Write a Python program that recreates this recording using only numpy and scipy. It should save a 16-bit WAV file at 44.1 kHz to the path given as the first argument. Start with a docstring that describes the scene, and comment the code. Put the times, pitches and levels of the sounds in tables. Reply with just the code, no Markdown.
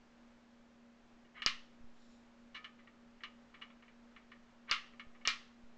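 """Wooden beads clack and tap on the wire loops of a bead maze as a child plays in a small carpeted room.
Three times a bead lands with a sharp clack, twice after a short skid; handled beads tap softly.
These contacts make the wooden frame and its wires ring. Fingers brush and rub faintly, and there are
soft low thumps. Under it all lie a throbbing appliance hum and still room air."""
import sys
import numpy as np
from scipy import signal
from scipy.fft import rfft, irfft, next_fast_len
from scipy.io import wavfile
from scipy.ndimage import uniform_filter1d

SR = 44100
rng = np.random.default_rng(int(sys.argv[2]) if len(sys.argv) > 2 else 0)


def to_wav(sig):
    """Store sig (one row per channel, or 1-D mono) as 16-bit WAV at the path in sys.argv[1].

    Samples outside -1..1 are clipped; the rate is SR.
    """
    pcm = np.clip(np.atleast_2d(sig), -1, 1) * 32767
    pcm = np.round(pcm).astype(np.int16)
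    wavfile.write(sys.argv[1], SR, pcm.T)  # frames by channels


N = 254623
T = np.arange(int(.5 * SR)) / SR  # time since a hit [s]

# appliance hum: (pitch [Hz], level against the strongest tone [dB])
HUM_TONES = [(237, 0), (563, -15), (207, -16.5)]
# room air: (frequency [Hz], level [dB])
AIR_SPECTRUM = [(20, -0.5), (60, -15.5), (160, -14.5), (300, -13), (600, -15), (1000, -17.5), (1640, -20),
                (3500, -28), (7100, -35.5), (8500, -46.5), (11000, -66)]
# beads nudged against wire and neighbours: (time [s], level [dB], boosted pitch [Hz], contact length [s])
BEAD_TAPS = [(1.248, -65, 2870, .0016), (1.4195, -38.5, 2850, 0.00096), (2.544, -40, 2840, 0.012),
             (2.561, -44.5, 2280, .003), (2.6422, -43.5, 2990, 0.0032), (2.789, -59, 2010, .0018),
             (2.873, -56.5, 1850, 0.0012), (3.206, -58, 1900, .001), (3.235, -41, 2890, 0.00089),
             (3.540, -50.5, 1900, 0.0056), (3.613, -52.5, 2900, .0018), (3.618, -45.5, 2900, 0.0011),
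             (3.702, -58, 3320, .0005), (3.824, -57.5, 1860, .001), (3.88, -59, 2400, .001),
             (4.162, -52, 2030, .0016), (4.317, -51, 1870, 0.00085), (4.694, -41, 1200, 0.0032),
             (4.934, -61.5, 1190, .0027), (4.995, -44.5, 2186, .002), (5.149, -61.5, 1930, .0019),
             (5.212, -60.5, 2200, .001), (5.251, -36.5, 2800, 0.0026)]
# tones of a bead held against its wire: (pitch [Hz], level [dB], time to fade by 60 dB [s])
HELD_BEAD_TONES = [(1053, -9.5, 0.14), (1175, -5.5, 0.184), (1250, -9.5, 0.37), (1408, -13.5, 0.054),
                   (1767, -5, 0.21), (1880, -3, .095), (2080, -9, .18), (2203, -1, .15), (2240, -12, .14),
                   (2333, -2, 0.158), (2480, -15.5, 0.32), (2750, -8.5, 0.089), (2891, 2, 0.067),
                   (2934, -8, 0.026), (3070, -19.5, 0.18), (3014, -6.5, 0.17), (3404, -2, .1),
                   (3900, -6, .094), (4023, 0.5, 0.095), (4324, -2, 0.074)]
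# wooden clatter as the room returns it: (frequency [Hz], level [dB])
CLATTER_SPECTRUM = [(150, -29), (700, -16.5), (960, -12), (1080, 4), (1330, 3.5), (1500, -4), (1850, 5),
                    (2350, -3), (2570, 0), (2930, 4), (3550, -2), (5000, -8), (6500, -15.5), (8500, -33)]
# beads skidding down a wire: (start [s], end [s], first level [dB], last level [dB])
BEAD_SKIDS = [(1.341, 1.407, -51.5, -54.5), (4.671, 4.703, -46, -47.5)]
# beads landing: (time [s], ring level [dB], boosted pitch [Hz], snap level [dB], snap pitch [Hz],
# snap fade time [s], thud level [dB])
BEAD_LANDINGS = [(1.4624, -31.5, 2900, -9.5, 4950, 0.0048, -24.5),
                 (4.7127, -28.5, 2810, -15.5, 4730, 0.0058, -31.5),
                 (5.2747, -30, 2336, -8.5, 5550, 0.0018, -30.5)]
# tones of the frame and wires: (pitch [Hz], level [dB], time to fade by 60 dB [s])
FRAME_TONES = [(1157, -12.4, 0.29), (1266, -4.7, 0.2), (1375, -6.5, 0.22), (1585, -9.7, 0.18),
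               (1733, -13.2, 0.27), (1828, -14.5, 0.32), (1877, -12.4, 0.23), (1981, -15.0, 0.36),
               (2073, -12.9, 0.29), (2114, -3.1, 0.23), (2194, -2.1, 0.15), (2243, -5.4, 0.21),
               (2377, 0.0, 0.18), (2466, -7.1, 0.23), (2600, -18.7, 0.35), (2646, -13.6, 0.33),
               (2737, -10.0, 0.23), (2786, -9.6, 0.21), (2875, -0.7, 0.15), (3027, -4.1, 0.15),
               (3161, -15.0, 0.27), (3457, -14.3, 0.23), (3593, -13.1, 0.21), (3778, -12.5, 0.21),
               (3937, -12.2, 0.18), (4027, -9.4, 0.16), (4140, -14.1, 0.2), (4238, -15.9, 0.23),
               (4325, -19.4, 0.28), (5064, -17.5, 0.22)]
# soft low thumps: (time [s])
LOW_THUMP_TIMES = [1.809, 1.843, 5.069, 5.638]
# fingers brushing a wire: (frequency [Hz], level [dB])
BRUSH_SPECTRUM = [(2500, -14), (4000, 0.5), (4700, -8.5), (5500, -3), (6200, -16), (7100, -1.5),
                  (8500, -29)]
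# wood rubbing on wire: (frequency [Hz], level [dB])
RUB_SPECTRUM = [(800, -20), (1200, -0.5), (1550, -2), (2100, -8), (3000, -12), (5000, -20),
                (9000, -39.5)]


def gain(db):
    """Turn decibels into a number to multiply by."""
    return 10 ** (np.asarray(db) / 20)


def unit(x):
    """Scale a signal to an average strength (rms) of 1."""
    return x / np.sqrt(np.mean(x ** 2))


def fade(seconds):
    """Die away after a hit, falling 60 dB in the given time."""
    return np.exp(-np.log(1000) * T / seconds)


def shape(x, curve):
    """Filter by a curve of dB against Hz, keeping hits sharp (minimum phase)."""
    size = 2 * next_fast_len(len(x))
    hz = np.maximum(np.fft.rfftfreq(size, 1 / SR), 1)
    cepstrum = irfft(np.log(gain(curve(hz))))
    # fold the filter so that nothing sounds before the hit
    cepstrum[1:size // 2] *= 2
    cepstrum[size // 2 + 1:] = 0
    return irfft(rfft(x, size) * np.exp(rfft(cepstrum)))[:len(x)]


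def noise(spectrum, size):
    """Noise of strength 1, coloured by (frequency [Hz], level [dB]) points."""
    hz, db = np.transpose(spectrum)
    bins = np.maximum(np.fft.rfftfreq(size, 1 / SR), 1)
    strength = gain(np.interp(np.log(bins), np.log(hz), db))
    return unit(irfft(strength * np.exp(2j * np.pi * rng.random(len(bins))), size))


def drift(rate_hz):
    """A slow, smooth random wander of strength 1."""
    hold = int(SR / rate_hz)
    steps = np.repeat(rng.standard_normal(N // hold + 1), hold)
    return unit(uniform_filter1d(uniform_filter1d(steps, hold), hold)[:N])


def add(track, start_s, sound):
    """Mix a sound into the track at the given time."""
    i = int(start_s * SR)
    track[i:i + len(sound)] += sound[:N - i]


def hum_and_air():
    """An appliance hum throbs evenly and wanders a little, over soft air noise."""
    throb_hz, throb_db, peak_s = 3.16, 2.3, 0.23
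    t = np.arange(N) / SR
    tones = sum(gain(db) * np.sqrt(2) * np.sin(2 * np.pi * hz * t + 0.13 * drift(2.9))
                for hz, db in HUM_TONES)
    throb = np.cos(2 * np.pi * throb_hz * (t - peak_s))
    hum = tones * gain(-65.5 + throb_db * throb + drift(7))
    air = noise(AIR_SPECTRUM, N) * gain(-66.5 + .4 * drift(5))
    return hum + air


def toy_ring(tones, treble_db, boost_hz, boost_db, tones_db, clatter_s, room_db):
    """One hit on the toy: ringing tones, a quick clatter and the room's fading echo."""
    hz, db, fade_s = np.transpose(tones)[:, :, None]
    # every hit shares its energy among the tones a little differently
    share = gain(db + rng.standard_normal(db.shape))
    share /= np.sqrt(np.sum(share ** 2) / 2)
    waves = np.sin(2 * np.pi * (hz * T + rng.random(hz.shape)))
    ringing = np.sum(share * fade(fade_s) * waves, axis=0)
    clatter = noise(CLATTER_SPECTRUM, len(T)) * (fade(clatter_s) + gain(room_db) * fade(0.45))
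    # a harder hit holds more treble; the spot where it lands boosts one pitch
    treble = lambda f: treble_db / (1 + (3500 / f) ** 8)
    boost = lambda f: boost_db * np.exp(-(np.log(f / boost_hz) / 0.037) ** 2)
    return shape(gain(tones_db) * ringing + gain(-3.5) * clatter, lambda f: treble(f) + boost(f))


def bead_taps():
    """Each light tap builds up while the bead chatters on its wire; the hand damps the ring."""
    out = np.zeros(N)
    for start, db, boost_hz, contact_s in BEAD_TAPS:
        treble_db = 0.74 * (db + 32)  # firmer taps are brighter
        ring = toy_ring(HELD_BEAD_TONES, treble_db, boost_hz, boost_db=6.5,
                        tones_db=-2.5, clatter_s=0.097, room_db=-17.5)
        add(out, start, gain(db) * ring * np.minimum(T / contact_s, 1))
    return out


def bead_skids():
    """A sliding bead chatters in tiny dull contacts that grow as it gathers speed."""
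    contacts_per_s = 1500
    out = np.zeros(N)
    for start, end, first_db, last_db in BEAD_SKIDS:
        size = int((end - start) * SR)
        progress = np.arange(size) / size
        contacts = (rng.random(size) < contacts_per_s / SR) * rng.standard_normal(size)
        speed = np.minimum(2 * progress, 1)  # the bead starts from rest
        force = unit(contacts) * speed * gain(first_db + (last_db - first_db) * progress)
        ring = toy_ring(HELD_BEAD_TONES, treble_db=-22, boost_hz=2000, boost_db=4,
                        tones_db=-4, clatter_s=0.089, room_db=-20)
        add(out, start, signal.fftconvolve(force, ring) / np.sqrt(np.sum(ring ** 2)))
    return out


def bead_clacks():
    """A bead lands: its own brief high snap, a knock and a thud come first, then the toy rings."""
    out = np.zeros(N)
    for start, ring_db, boost_hz, snap_db, snap_hz, snap_s, thud_db in BEAD_LANDINGS:
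        overtone = gain(-14.5) * np.sin(2 * np.pi * 1.27 * snap_hz * T)
        snap = (np.sin(2 * np.pi * snap_hz * T) + overtone) * fade(snap_s)
        knock = gain(-27.5) * np.sin(2 * np.pi * 2100 * T) * fade(.006)
        thud = -gain(thud_db) * fade(0.0032)
        # the contact takes a moment, which softens the highest treble
        hit = shape(gain(snap_db) * (snap + knock) + thud, lambda f: -30 / (1 + (8000 / f) ** 12))
        treble_db = 0.8 * (snap_db + 15.5)  # a sharper snap makes the ring brighter
        ring = toy_ring(FRAME_TONES, treble_db, boost_hz, boost_db=4.5,
                        tones_db=-2.5, clatter_s=0.14, room_db=-11)
        add(out, start, hit + gain(ring_db) * ring * (1 - fade(.006)))
    return out


def low_thumps():
    """Soft, very deep thumps that ebb away: downward at each clack, upward at the listed times."""
    out = np.zeros(N)
    thump = fade(0.7) * (1 - fade(0.0031))
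    for start, *_, thud_db in BEAD_LANDINGS:
        add(out, start, -gain(thud_db - 19) * thump)
    for start in LOW_THUMP_TIMES:
        add(out, start, gain(-51.5) * thump)
    return out


def finger_brush():
    """Fingers brush along a wire with a thin hiss."""
    swell = np.interp(np.arange(N) / SR, [1.9, 2.02, 2.15, 2.3], [0, 1, 1, 0])
    return gain(-76.5) * swell * noise(BRUSH_SPECTRUM, N)


def bead_rubbing():
    """Fingers fidget with a bead: a faint, dull, uneven rubbing of wood on wire."""
    start_s, end_s, fade_s = 2.4, 5, 0.33
    t = np.arange(N) / SR
    effort = np.clip(np.minimum(t - start_s, end_s - t) / fade_s, 0, 1)
    return noise(RUB_SPECTRUM, N) * effort * gain(-81 + 2 * drift(20))


def scene():
    """The room and the toy, on one channel."""
    mix = hum_and_air() + bead_taps() + bead_skids() + bead_clacks()
    mix += low_thumps() + finger_brush() + bead_rubbing()
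    return mix[None]


def record(dry):
    """A small recorder cuts off the treble above 8200 Hz."""
    return signal.sosfilt(signal.ellip(8, .2, 70, 8200, fs=SR, output="sos"), dry)


dry = scene()
out = record(dry)
to_wav(out)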